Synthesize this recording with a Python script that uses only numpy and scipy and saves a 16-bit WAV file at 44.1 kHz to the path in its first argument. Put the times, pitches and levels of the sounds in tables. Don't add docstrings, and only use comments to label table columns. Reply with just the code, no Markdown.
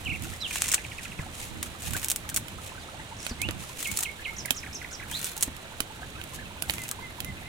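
import sys
import numpy as np
from scipy import signal
from scipy.fft import rfft, irfft, next_fast_len
from scipy.io import wavfile
from scipy.ndimage import uniform_filter1d, map_coordinates

SR = 44100
rng = np.random.default_rng(int(sys.argv[2]) if len(sys.argv) > 2 else 0)


def store_pcm(level_fs):
    pcm = np.round(np.clip(level_fs, -1, 1) * 32767).astype(np.int16)
    wavfile.write(sys.argv[1], SR, np.atleast_2d(pcm).T)


N = 329868

# (start [s], length [s], level [dB])
BLADE_PASSES = [(.497, 0.26, -39.5), (1.805, 0.29, -45), (3.774, .27, -44.5), (5.111, .22, -45),
                (6.675, 0.21, -50.5)]
# (middle [s], length [s], level [dB])
HISSY_SWELLS = [(.27, .16, -49), (1.04, 0.045, -47), (1.42, 0.18, -46.5), (1.66, .08, -50),
                (2.66, 0.12, -50.5), (3.26, 0.14, -46.5), (3.66, 0.22, -50), (5.44, 0.11, -50),
                (6.35, .07, -49)]
# (time [s], level [dB])
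HAND_RUSTLE = [(0, -56.5), (.9, -52.5), (1.4, -58.5), (4.7, -58.5), (7.48, -62.5)]
# (frequency [Hz], level [dB])
RASP_SPECTRUM = [(300, -4.5), (900, -16.5), (2500, 4), (4800, -2), (7000, 2.5), (9000, 1.5), (12000, -2.5),
                 (16000, -11)]

def rasp(bite_s=0.081, ease_db_per_s=12.5, ruptures_per_s=1400):
    t = np.arange(N) / SR
    force = np.maximum(amp(curve(HAND_RUSTLE)), swells(HISSY_SWELLS))
    for start, length, db in BLADE_PASSES:
        contact = np.clip(np.minimum(t - start, start + length - t) / bite_s + .5, 0, 1)
        drag = amp(db - ease_db_per_s * np.clip(t - start, 0, length))
        force = np.maximum(force, contact * drag)
    sizes = spread(noise(), 0.28) * amp(2.8 * np.clip(rng.standard_normal(N), -2, 2))
    ruptures = unit(sizes * (rng.random(N) < ruptures_per_s / SR))
    grains = amp(-8) * ruptures + amp(-3.5) * spread(noise(), 0.34)
    clumps = amp(2.7 * wobble(260) + 1.7 * wobble(50))
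    return amp(6) * force * coloured(grains * clumps, RASP_SPECTRUM) * pan(-1.6)


def crackles(per_s=45, boost_db=18.5, growth_db=6.5, scatter_db=3.5, crumble_db=-18):
    rows = []
    for start, length, db in BLADE_PASSES:
        chance = rng.standard_normal((40, 3))
        count = round(length * per_s)
        for k, (slip, size, hollow) in enumerate(chance[:count]):
            depth = (k + .5 + 0.28 * slip) / count
            level = db + boost_db + growth_db * depth + scatter_db * size
            rows.append((start + depth * length, level, -17 + 6 * hollow, crumble_db))
    return rows


# (time [s], level [dB], pop [dB], crumble [dB])
STALK_SNAPS = [(0.5572, -14.5, -4.5, -22), (0.6198, 5.5, -20, -36), (0.659, -16, -21, -24),
               (0.682, -6.5, -35, -36), (.687, -7.5, -36, -19), (0.7165, -11.5, -30, -10),
               (.726, -5, -40, -21), (.7372, -15.5, -9, -10.5), (0.7431, -2, -24, -16),
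               (1.628, -12, -14, -17), (1.9657, -16, -9.5, -15), (2.0295, -24.5, -6.5, -13),
               (2.045, -4, -23, -26), (2.0842, -5, -34, -27), (2.1, -10, -34, -14.5),
               (2.1073, -3.5, -45, -40), (2.1157, -2.5, -29, -23.5), (2.1605, -6, -24, -24.5),
               (2.2905, -20.5, -13, -13.5), (2.2989, -13, -17, -25), (2.3433, -17, -28, -12),
               (2.3622, -5.5, -36, -17.5), (2.367, -9.5, -38, -16.5), (2.3729, -10.5, -14, -17),
               (3.873, -13, -25, -20), (3.9724, -4, -45, -21), (3.9888, -14.5, -19, -11),
               (4.006, -11.5, -37, -17), (4.028, -14, -25, -18), (4.0329, -4.5, -19.5, -23.5),
               (5.244, -8, -34, -22), (5.366, -17, -33, -21), (5.3775, -13, -33, -22),
               (5.409, -22.5, -27, -11), (5.4258, -1, -35, -20), (5.4314, -2.5, -31, -21.5),
               (6.737, -24.5, -9.5, -12), (6.8362, -22.5, -22, -14.5), (6.89, -11.5, -27, -30),
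               (6.913, -5, -39, -31)]
# (frequency [Hz], level [dB])
CRACK_SPECTRUM = [(400, -10.5), (1200, -16.5), (3000, -4.5), (4800, -5), (6500, 2), (8300, 4.5),
                  (11000, -3.5), (16000, -7.5)]
# (frequency [Hz], level [dB])
POP_SPECTRUM = [(300, -25.5), (800, -2.5), (1300, 3), (3000, 2), (5000, -8), (10000, -11.5)]

def snaps():
    out = np.zeros((2, N))
    crack, pop = impulse(CRACK_SPECTRUM), impulse(POP_SPECTRUM)
    for s, db, pop_db, crumble_db in STALK_SNAPS + crackles():
        click = crack + amp(pop_db + 6.5) * pop
        push = fracture(t60=0.035, crumble_db=crumble_db, alike=0.29, lead_in_s=0.0037)
        burst = amp(db - 1.5) * signal.fftconvolve(push, click[None])
        add(out, s - .0094, burst, pan_db=rng.normal(-0.5, 2))
    return out


def fracture(t60, crumble_db, alike, lead_in_s):
    t = (np.arange(SR // 12) - SR // 100) / SR
    swell_db = -60 * np.where(t < 0, -t / lead_in_s, t / t60)
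    push = spread(noise(len(t)), alike)
    push *= amp(crumble_db + swell_db + 5.2 * rng.standard_normal(len(t)))
    push[:, t == 0] += 1
    return push


# (time [s], level [dB], knock [dB])
BOWL_TAPS = [(.2217, -20.5, -27), (2.482, -25.5, -16), (3.265, -12.5, -19.5), (3.4165, -8, -24.5),
             (3.4873, -26.5, -4), (3.5085, -17.5, -19), (4.4572, -14, -39), (4.5063, -2.5, -20),
             (5.5653, -26, -36), (5.8034, -7, -19.5), (6.214, -38.5, 1), (6.238, -24, -21),
             (6.6222, -11, -23.5), (6.6966, -12, -14), (6.7058, -15, -23), (6.782, -34.5, -3),
             (7.203, -15.5, -19.5), (7.2459, -19.5, -23)]
# (frequency [Hz], level [dB])
TICK_SPECTRUM = [(300, -13.5), (1500, -10.5), (4000, -6.5), (7000, 0), (11500, 1), (16000, -6.5)]
# (frequency [Hz], level [dB], t60 [s])
SHELL_MODES = [(260, -11, 0.023), (2250, -22, 0.014), (2570, 1, 0.015), (2940, 2, 0.012), (3750, -5, 0.011)]

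def taps(blur_rad=.22):
    out, t = np.zeros((2, N)), np.arange(SR // 12) / SR
    tick = impulse(TICK_SPECTRUM)
    for s, db, knock_db in BOWL_TAPS:
        ring = np.zeros(len(t))
        for hz, level, t60 in SHELL_MODES:
            decay = amp(level + rng.normal(0, 1) - 60 * t / t60)
            phase = 2 * np.pi * hz * rng.normal(1, 0.039) * t
            drift = np.cumsum(rng.normal(0, blur_rad, len(t)))
            ring += decay * np.sin(phase + drift)
        push = fracture(t60=0.018, crumble_db=-8.5, alike=0.1, lead_in_s=0.0016)
        add(out, s - .0094, amp(db - 7.5) * signal.fftconvolve(push, tick[None]))
        add(out, s + 0.00077, amp(db + knock_db + 6) * ring)
    return from_right(out, pan_db=-9)


# (middle [s], length [s], level [dB])
WET_DRAGS = [(5.26, 0.18, -46)]
# (frequency [Hz], width [Hz], level [dB])
SQUEAK_BANDS = [(1490, 90, -1), (3610, 160, 0), (4080, 200, -3)]

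def squeak():
    def resonances(hz):
        return sum(amp(db) * 1j * hz * width / (centre ** 2 - hz ** 2 + 1j * hz * width)
                   for centre, width, db in SQUEAK_BANDS)
    slips = spread(noise(), 0.46) * amp(2.7 * wobble(200))
    return from_right(unit(filtered(slips, resonances)) * swells(WET_DRAGS), pan_db=-2)


# (time [s], gain [dB])
CUTTING_BRIGHTNESS = [(0, 2), (.75, -4), (2.2, 3), (3.25, -7), (3.8, 1), (5.3, 2.5), (5.8, 0), (7.48, 4)]

def vary_brightness(x):
    top = filtered(x, lambda hz: np.clip((hz - 8500) / 3000, 0, 1))
    return x + (amp(curve(CUTTING_BRIGHTNESS)) - 1) * top


# (time [s], level [dB], pitch [Hz], t60 [s])
HAND_BUMPS = [(1.19, -28, 149, 0.062), (1.953, -32, 391, 0.16), (3.312, -27, 237, 0.047),
              (3.486, -25.5, 316, 0.078), (4.508, -34.5, 260, 0.021), (5.478, -32.5, 264, 0.054),
              (5.805, -32.5, 306, 0.042), (6.698, -42, 328, 0.039)]
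# (frequency [multiple of the pitch], level [dB])
SHUDDER_SPECTRUM = [(.25, 22), (.6, 3), (1, -1), (1.6, 7), (3, -2), (8, -4), (20, -36)]

def bumps():
    out, t = np.zeros((2, N)), np.arange(SR // 8) / SR
    hz = np.fft.rfftfreq(len(t), 1 / SR)
    for s, db, pitch_hz, t60 in HAND_BUMPS:
        colour = amp(along([(k * pitch_hz, level) for k, level in SHUDDER_SPECTRUM], hz))
        shudder = unit(irfft(rfft(spread(noise(len(t)), 0.86)) * colour, len(t)))
        push = np.sin(2 * np.pi * pitch_hz * t) * np.exp(-t * pitch_hz / 2)
        attack = 1 - np.exp(-t / 0.0015)
        thud = (push + shudder * amp(-60 * t / t60)) * attack
        add(out, s, amp(db + 4.5) * thud / np.abs(thud).max())
    return out


TRILL_S, TWITTER_S, PEW_S, VERSE_S, PIPE_S = .068, .036, .2, .182, .239
# (start [s], syllable, notes [count], spacing [s], level [dB], pitch [ratio])
BIRD_PHRASES = [(0.042, "warble", 1, 0, -32, 0.99), (.4, "fall", 1, 0, -36.5, 0.98),
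                (.402, "blip", 1, 0, -47.5, 5.4), (0.505, "chip", 11, TRILL_S, -39.5, 1),
                (2.78, "fall", 1, 0.0043, -59.5, 1.2), (3.165, "tsip", 2, TWITTER_S, -49.5, 1.05),
                (3.275, "tsip", 1, 0, -45, 0.88), (3.389, "rise", 1, 0, -40, .99),
                (3.84, "pew", 3, PEW_S, -34.5, 0.96), (4.363, "tsip", 4, VERSE_S, -39.3, 1.05),
                (4.449, "chip", 4, VERSE_S, -39.5, .84), (4.479, "chip", 4, VERSE_S, -42, 0.82),
                (5.11, "buzz", 1, 0, -34, .96), (6.762, "pipe", 3, PIPE_S, -44.5, 0.98),
                (7.445, "pipe", 1, 0, -47, .97)]
GLIDES = { "warble": [(0, 2890, -24), (.02, 3075, 3.5), (.043, 2183, -6), (.063, 2940, 1), (.084, 2126, -3),
          (.105, 2895, -3.5), (.125, 2000, -8)], "fall": [(0, 4100, -17), (.015, 4150, 3), (.03, 3900, 4),
          (.05, 3200, 7.5), (.068, 2750, 5.5), (.08, 2700, -34)], "rise": [(0, 2085, -8), (.03, 2245, 6),
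          (.05, 2700, 7.5), (.068, 2960, 7), (.08, 3020, 4)], "buzz": [(0, 3120, -16), (.025, 3480, -2.5),
          (.045, 4140, 2), (.065, 4450, -1), (.08, 4260, -22)], "chip": [(0, 3230, 1), (.005, 2480, 5),
          (.013, 1950, -3), (.024, 1560, -16)], "pew": [(0, 3830, -20), (.005, 4670, -4), (.008, 3500, -12),
          (.011, 3200, 3), (.025, 2230, 1.5), (.038, 2190, -2), (.058, 2310, 2), (.068, 2400, -24)],
          "tsip": [(0, 4260, 1), (.012, 8110, -5.5), (.022, 6030, 6), (.04, 5100, -0.5), (.05, 4980, 3)],
          "blip": [(0, 850, -10), (.012, 960, 12.5), (.028, 1120, -11)], "pipe": [(0, 2028, -16),
          (.03, 2153, 2), (.06, 2085, 2), (.088, 2072, -25)]}
FLUTTER = {"warble": .2, "fall": .15, "rise": .1, "chip": .68, "pew": .14, "tsip": .88, "pipe": .08, "buzz":
           .68, "blip": .85}

def birds():
    song = np.zeros((2, N))
    for start, name, count, period, db, ratio in BIRD_PHRASES:
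        for k in range(count):
            gain = amp(db + rng.normal(0, 0.39))
            note = whistle(GLIDES[name], ratio * rng.normal(1, .006), FLUTTER[name])
            add(song, start + k * period, gain * note)
    direct = filtered(song, lambda hz: amp(along([(4500, 0), (6000, -1), (8000, -7)], hz)))
    scattered = amp(-4) * echo(song, stretch=0.23) + amp(-6) * echo(song)
    return (direct + scattered) * pan(-4)


def whistle(glide, ratio, rough):
    s, hz, db = np.transpose(glide)
    t = np.arange(int(s[-1] * SR)) / SR
    pitch = uniform_filter1d(np.interp(t, s, hz), size=260, mode="nearest") * ratio
    cycles = np.cumsum(pitch) / SR
    phase = 2 * np.pi * cycles
    flutter = [map_coordinates(knots, [cycles / 5], mode="wrap") for knots in noise(256)]
    tone = np.sqrt(1 - rough ** 2) * np.sin(phase)
    smear = (flutter[0] * np.sin(phase) + flutter[1] * np.cos(phase)) / np.sqrt(2)
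    fade = np.clip(np.minimum(t, t[-1] - t) / 0.0021, 0, 1)
    return fade * amp(np.interp(t, s, db)) * (tone + rough * smear)


# (time [s], level [dB], pitch [ratio])
DISTANT_CALLS = [(.322, -46, 1.88), (1.255, -48, .8), (1.94, -44, 1.62), (2.99, -49, 1.9), (3.115, -50, 1),
                 (5.895, -50, .91), (5.98, -50, .83), (6.38, -49, 1.78), (7.175, -50, 1)]

def far_birds(count=240):
    calls = np.zeros((2, N))
    for s, db, ratio in DISTANT_CALLS:
        add(calls, s, amp(db) * whistle(GLIDES["blip"], ratio, FLUTTER["blip"]))
    for when, pitch, size, kind in rng.random((count, 4)):
        rising = whistle(GLIDES["blip"], .65 * 4.2 ** pitch, rough=.9)
        call = rising if kind < .7 else rising[::-1]
        add(calls, when * N / SR, amp(-60 + 7 * size) * call)
    return from_right(calls + amp(-2.5) * echo(calls, stretch=0.5), pan_db=-3.5)


# (frequency [Hz], t60 before stretch [s])
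TREE_DECAY = [(300, 0.049), (2500, 0.26), (10000, 0.28)]

def echo(x, stretch=1):
    hz, t, bands = signal.stft(noise(SR // 2), SR, nperseg=256)
    t60 = stretch * along(TREE_DECAY, hz)[:, None]
    tail = signal.istft(bands * amp(-60 * t / t60), SR, nperseg=256)[1]
    return signal.fftconvolve(x, tail / np.linalg.norm(tail[0]), axes=1)[:, :N]


# (time [s], level [dB])
BREEZE_LEVEL = [(0, -46.5), (1.1, -46.5), (2.4, -46.5), (4.2, -49), (5.05, -46.5), (5.7, -48.5),
                (7.1, -43.5)]
# (middle [s], length [s], level [dB])
MIC_PUFFS = [(.11, 0.1, -36), (.26, 0.15, -40), (1.58, 0.2, -42.5), (1.92, 0.14, -38.5), (3.47, .14, -40),
             (3.59, 0.11, -41.5), (3.92, .08, -43.5)]
# (frequency [Hz], level [dB])
RUMBLE_SPECTRUM = [(13, -31), (22, -24), (48, -2), (81, 2.5), (342, -12), (400, -29), (520, -91),
                   (880, -120)]
# (frequency [Hz], level [dB])
HUSH_SPECTRUM = [(60, 5), (250, 1), (450, 2.5), (800, 1.5), (1300, -0.5), (2500, -3), (3900, -3.5),
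                 (4900, -13.5), (8000, -11), (12000, -21.5), (16000, -25)]

def air():
    rumble = diffuse(coloured(noise(), RUMBLE_SPECTRUM)) * amp(curve(BREEZE_LEVEL) + 2.05 * wobble(12))
    buffeting = coloured(spread(noise(), .25), RUMBLE_SPECTRUM)
    puffs = from_right(buffeting, pan_db=-11) * swells(MIC_PUFFS)
    hush = diffuse(coloured(noise(), HUSH_SPECTRUM)) * amp(-44.5 + 0.14 * wobble(4.4))
    return rumble + puffs + hush


# (frequency [Hz], correlation [0-1])
AIR_LIKENESS = [(60, 0.75), (250, 0.97), (450, 0.53), (1000, 0.56), (2000, 0.33), (4000, 0.11),
                (7000, 0.16), (15000, .15)]
# (frequency [Hz], left minus right [dB])
AIR_LEAN = [(30, -15), (80, -2), (180, -3.5), (350, 0.5), (550, -6), (900, -2.5), (1600, -6), (2600, -10),
            (5000, -6.5), (9000, 0), (15000, 3)]

def diffuse(x):
    hz = np.fft.rfftfreq(N, 1 / SR)
    spectrum = spread(rfft(x), along(AIR_LIKENESS, hz)) * pan(along(AIR_LEAN, hz))
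    return unit(from_right(irfft(spectrum, N), pan_db=1.5))


def from_right(x, pan_db, lag_s=.00021):
    return np.array([np.roll(x[0], round(lag_s * SR)), x[1]]) * pan(pan_db)


def pan(db):
    return amp(np.array([[.5], [-.5]]) * db)


def spread(pair, alike):
    turn = np.arccos(np.clip(alike, -1, 1)) / 2
    mid, side = pair[0] * np.cos(turn), pair[1] * np.sin(turn)
    return np.array([mid + side, mid - side])


def add(out, s, sound, pan_db=0):
    start = max(round(s * SR), 0)
    part = (sound * pan(pan_db))[:, :max(N - start, 0)]
    out[:, start:start + part.shape[1]] += part


def amp(db):
    return 10 ** (np.asarray(db) / 20)


def unit(x):
    return x / np.sqrt(np.mean(x ** 2) + 1e-20)


def noise(samples=N):
    return rng.standard_normal((2, samples))


def along(points, hz):
    frequencies, values = np.transpose(points)
    return np.interp(np.log(hz + 1), np.log(frequencies + 1), values)


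def curve(rows):
    return np.interp(np.arange(N) / SR, *np.transpose(rows))


def swells(rows):
    t = np.arange(N) / SR
    return sum(amp(db) * np.exp(-(2 * (t - middle) / length) ** 2) for middle, length, db in rows)


def wobble(rate):
    return map_coordinates(rng.standard_normal(int(N * rate / SR) + 4), [np.arange(N) * rate / SR])


def filtered(x, response):
    size = next_fast_len(N + SR // 2)
    return irfft(rfft(x, size) * response(np.fft.rfftfreq(size, 1 / SR)), size)[..., :N]


def coloured(x, spectrum):
    return unit(filtered(x, lambda hz: amp(along(spectrum, hz))))


def impulse(spectrum, size=512):
    cepstrum = irfft(np.log(amp(along(spectrum, np.fft.rfftfreq(size, 1 / SR)))))
    cepstrum[1:size // 2] *= 2
    cepstrum[size // 2 + 1:] = 0
    click = irfft(np.exp(rfft(cepstrum)))
    return click / np.abs(click).max()


def scene():
    cutting = vary_brightness(snaps() + taps() + rasp() + squeak()) + bumps()
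    return cutting + amp(-11.5) * echo(cutting, stretch=0.43) + birds() + far_birds() + air()


def record(dry, top_hz=16100):
    return filtered(np.clip(dry, -1, 1), lambda hz: hz < top_hz)


dry = scene()
out = record(dry)
store_pcm(out)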